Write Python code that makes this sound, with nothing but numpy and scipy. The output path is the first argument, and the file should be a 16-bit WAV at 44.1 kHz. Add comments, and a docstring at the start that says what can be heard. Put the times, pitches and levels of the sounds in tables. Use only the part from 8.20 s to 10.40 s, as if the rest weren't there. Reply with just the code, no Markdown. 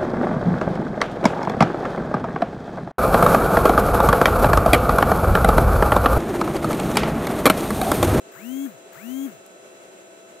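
"""A small room, two microphones. Right by the left one a tiny motor with an unbalanced rotor, probably
a phone's vibrator, whirs twice: it spins up, shakes its case, rasps at the brushes and coasts down.
Further back a flatbed scanner's stepper drive hums steadily over the room's fan noise.
Something ticks, once before the first whir and twice after the second."""
import sys
import numpy as np
from scipy import signal
from scipy.fft import rfft, irfft
from scipy.io import wavfile
from scipy.ndimage import uniform_filter1d

SR = 44100
rng = np.random.default_rng(int(sys.argv[2]) if len(sys.argv) > 2 else 0)


def store_wav(level_fs):
    """Save 16-bit WAV to argv[1]."""
    pcm = np.round(np.clip(np.atleast_2d(level_fs), -1, 1) * 32767)
    wavfile.write(sys.argv[1], SR, pcm.T.astype(np.int16))


N = 97020
FULL_SPEED_HZ = 280

# Partials of rotor and commutator: multiple_of_speed, full_speed_db, change_to_standstill_db
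WHINE_PARTIALS = [(2, -64, -41), (3, -57, -42), (4, -57, -38), (6, -58, -12), (8, -56.5, 7),
                  (12, -50, 10.5), (24, -51, -66), (26, -52, -67), (28, -62, -72)]


def motor(t):
    """The motor, close on the left: its case shakes, and its brush sounds reach the right side weaker."""
    # Brushes at the right microphone against the left: frequency_hz, gain_db
    far_side = [(500, -19), (2000, -25.5), (3300, -22), (6000, -20), (7600, -7), (9500, -13), (14500, -28)]
    hz, drive, contact = rotor(t)
    speed = hz / FULL_SPEED_HZ
    angle = 2 * np.pi * np.cumsum(hz * (1 + 0.0012 * drift(55))) / SR
    pulsing = np.exp(0.43 * (np.cos(angle) - .5))  # one swell a turn
    left = commutator_whine(hz, speed, angle) * drive + brush_scrape(hz, speed, angle) * contact
    left += (brush_hiss(speed) * contact + rotor_rattle(speed, contact)) * pulsing
    right = filtered(left, response(far_side))
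    return case_shake(hz, speed, angle) + np.array([left, right])


def rotor(t):
    """Speed in Hz, drive and brush contact: an exponential spin-up, then drag and dry friction."""
    # Spells under power: on_s, off_s, top_speed_hz
    runs = [(0.117, 0.456, 282.8), (0.718, 1.059, 280.3)]
    spin_up_s, coast_s, friction_hz = .081, .23, 134.8
    drive_release_s, contact_release_s = 0.0068, 0.072
    hz, drive, contact = np.zeros((3, N))
    for on, off, top_hz in runs:
        powered_s, coasting_s = np.clip(t - on, 0, off - on), np.maximum(t - off, 0)
        reached_hz = top_hz * (1 - np.exp(-powered_s / spin_up_s))
        hz += np.maximum((reached_hz + friction_hz) * np.exp(-coasting_s / coast_s) - friction_hz, 0)
        drive += (t > on) * np.exp(-coasting_s / drive_release_s)
        contact += (t > on) * np.exp(-coasting_s / contact_release_s)
    return hz, drive, contact


def case_shake(hz, speed, angle):
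    """The unbalance shakes the case once a turn; the left microphone leads by a radian."""
    # Strength of the shaking: speed_hz, left_db, right_db
    shake = [(70, -80, -83), (105, -65, -73), (135, -50.5, -61), (165, -52, -50.5), (195, -50, -50.5),
             (211, -38, -55), (232, -32.5, -44), (255.5, -27, -53), (267.6, -25, -37), (276, -25, -31)]
    left = tone(angle, curve(hz, shake, column=1))
    right = tone(angle - 1, curve(hz, shake, column=2))
    return np.array([left, right]) * np.minimum(10 * speed, 1)


def commutator_whine(hz, speed, angle):
    """Rotor and commutator whine at multiples of the speed, fading in as the motor gets going."""
    from_hz, full_hz = 84, 106
    whine = sum(tone(round(k) * angle, db + slow_db * (1 - speed)) for k, db, slow_db in WHINE_PARTIALS)
    return whine * np.clip((hz - from_hz) / (full_hz - from_hz), 0, 1)


def brush_scrape(hz, speed, angle):
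    """The scraping brushes ring the case at harmonics of the speed that the whine leaves free."""
    # Ring of the case: frequency_hz, full_speed_partial_db
    case_ring = [(500, -69), (1400, -65.5), (2800, -72), (3600, -72), (4100, -71), (5000, -96), (6200, -60),
                 (7300, -66.5), (8600, -63.5), (10200, -61), (11200, -63), (12400, -61.5), (13500, -64),
                 (14300, -52.5), (15500, -57)]
    scatter_rad = 1.54
    whine_orders = [round(row[0]) for row in WHINE_PARTIALS]
    scrape = sum(tone(k * angle + scatter_rad * rng.standard_normal(), curve(k * hz, case_ring))
                 for k in range(5, 76) if k not in whine_orders)
    return scrape * speed ** 3


def brush_hiss(speed):
    """The sliding brushes hiss, only a little louder with speed."""
    # Colour of the hiss: frequency_hz, relative_db
    hiss_colour = [(700, -20), (1400, -0.5), (2600, 0), (4800, -10), (7000, 1), (9000, -6), (12000, -9),
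                   (14500, 7.5), (16000, 5.5)]
    return undb(-42) * noise(response(hiss_colour)) * speed ** 0.16


def rotor_rattle(speed, contact):
    """The rotor rattles in one band of noise while it speeds up or brakes."""
    centre_hz, width_oct = 1490, 0.44
    acceleration = uniform_filter1d(np.abs(np.gradient(speed)), size=600) * SR
    band = np.exp(-.5 * (np.log2((bins() + 1) / centre_hz) / width_oct) ** 2)
    return undb(-45) * noise(band) * 0.162 * acceleration * np.sqrt(speed * contact)


def scanner_hum(t):
    """Scanner drive and fans hum, wavering slightly; the room sets each tone's place in the stereo."""
    # Steady tones: pitch_hz, left_db, right_db, left_lead_rad
    hum_tones = [(119.6, -77.5, -81, 0.5), (188.8, -68.5, -71.5, 0), (348.5, -63.5, -64.5, 1),
                 (375.2, -58.5, -58, 0.7), (512.7, -58, -61, -0.8), (590, -64, -65.5, 1.4),
                 (663.4, -51, -60.5, 0.75), (748.6, -66.5, -67, 1), (854, -71, -71.5, 1),
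                 (1282, -69.5, -67, -2), (1320, -60, -64.5, -2), (1513, -66.5, -58, 3),
                 (2656, -64.5, -64.5, -1.63), (3344, -72, -69.5, 2.5), (3970, -66.5, -73, 1.1),
                 (5310, -73.5, -84.5, 1), (6010, -73, -87, -0.5), (6620, -62, -67.5, -3),
                 (7285.8, -76, -65, 4.5), (7920, -90, -66, 3.5), (9900, -76, -80, 1.5)]
    waver_rad, waver_db = 0.17, 1.18
    out = np.zeros((2, N))
    for hz, left_db, right_db, lead in hum_tones:
        phase = 2 * np.pi * hz * t + rng.uniform(0, 2 * np.pi) + waver_rad * drift(4.3)
        swell_db = waver_db * drift(8.6)
        out += np.array([tone(phase, left_db + swell_db), tone(phase - lead, right_db + swell_db)])
    return out


def ticks(t):
    """Tiny dry, bright snaps that die within a millisecond or two."""
    # Snaps: start_s, level_db, left_minus_right_db
    snaps = [(0.018, -34, -1), (1.2637, -26, 7.5), (1.2790, -42, 0)]
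    # Colour of a snap: frequency_hz, relative_db
    snap_colour = [(1000, -17), (4500, -10), (7500, -2), (11000, 1), (15000, -5)]
    decay_s = 0.00049
    out = np.zeros((2, N))
    for start, db, pan_db in snaps:
        decay = (t >= start) * np.exp(-np.abs(t - start) / decay_s)
        for channel, sign in enumerate((1, -1)):
            out[channel] += undb(db + sign * pan_db / 2) / 2 * decay * noise(response(snap_colour))
    return out


def room_fans():
    """Fan and gear noise fills the room, alike at both microphones only in the bass."""
    # Colour of the room noise: frequency_hz, relative_db
    room_colour = [(25, -33), (55, -24), (85, -25), (130, -17), (190, -7.5), (250, -8), (300, -4),
                   (345, 0.5), (415, 1.5), (460, -5), (540, -1.5), (630, -1), (720, -7), (850, -11.5),
                   (1100, -12.5), (1400, -13.5), (2500, -14.5), (3500, -19.5), (5000, -24.5), (6600, -20),
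                   (7800, -16.5), (9200, -24), (11000, -27.5), (13000, -30.5), (15500, -29.5)]
    # Likeness of the two microphones: frequency_hz, correlation
    likeness = [(60, 0.68), (130, 1), (290, .72), (640, 0.48), (1400, -0.23), (3000, 0.069),
                (15000, -0.087)]
    alike = np.clip(curve(bins(), likeness), -.98, .98)
    mid = filtered(noise(response(room_colour)), np.sqrt((1 + alike) / 2))
    side = filtered(noise(response(room_colour)), np.sqrt((1 - alike) / 2))
    return np.array([mid + side, mid - side]) * undb(-48 + drift(14))


def undb(db):
    """Decibels to gain."""
    return 10 ** (np.asarray(db) / 20)


def curve(hz, table, column=1):
    """Read a column of a table on a log-frequency axis."""
    rows = np.array(table, float)
    return np.interp(np.log(np.maximum(hz, 1)), np.log(rows[:, 0]), rows[:, column])


def bins():
    """Frequencies of the spectrum in Hz."""
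    return np.arange(N // 2 + 1) * SR / N


def response(table):
    """Gain per frequency from a table of Hz and dB."""
    return undb(curve(bins(), table))


def filtered(x, gain):
    """Filter with a gain per frequency."""
    return irfft(rfft(x) * gain, N)


def noise(gain):
    """Coloured noise of rms 1."""
    x = filtered(rng.standard_normal(N), gain)
    return x / x.std()


def drift(rate_hz):
    """Slow random drift with a spread of 1."""
    return noise(np.exp(-bins() / rate_hz) * (bins() > 0))


def tone(phase, db):
    """A sine with the given rms level."""
    return np.sqrt(2) * undb(db) * np.sin(phase)


def scene():
    """The close motor over the scanner, the room and the ticks."""
    t = np.arange(N) / SR
    return motor(t) + scanner_hum(t) + room_fans() + ticks(t)


def record(dry):
    """The recorder cuts steeply above 15.6 kHz."""
    return signal.sosfilt(signal.ellip(10, .2, 70, 15600, fs=SR, output="sos"), dry, axis=-1)


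dry = scene()
out = record(dry)
store_wav(out)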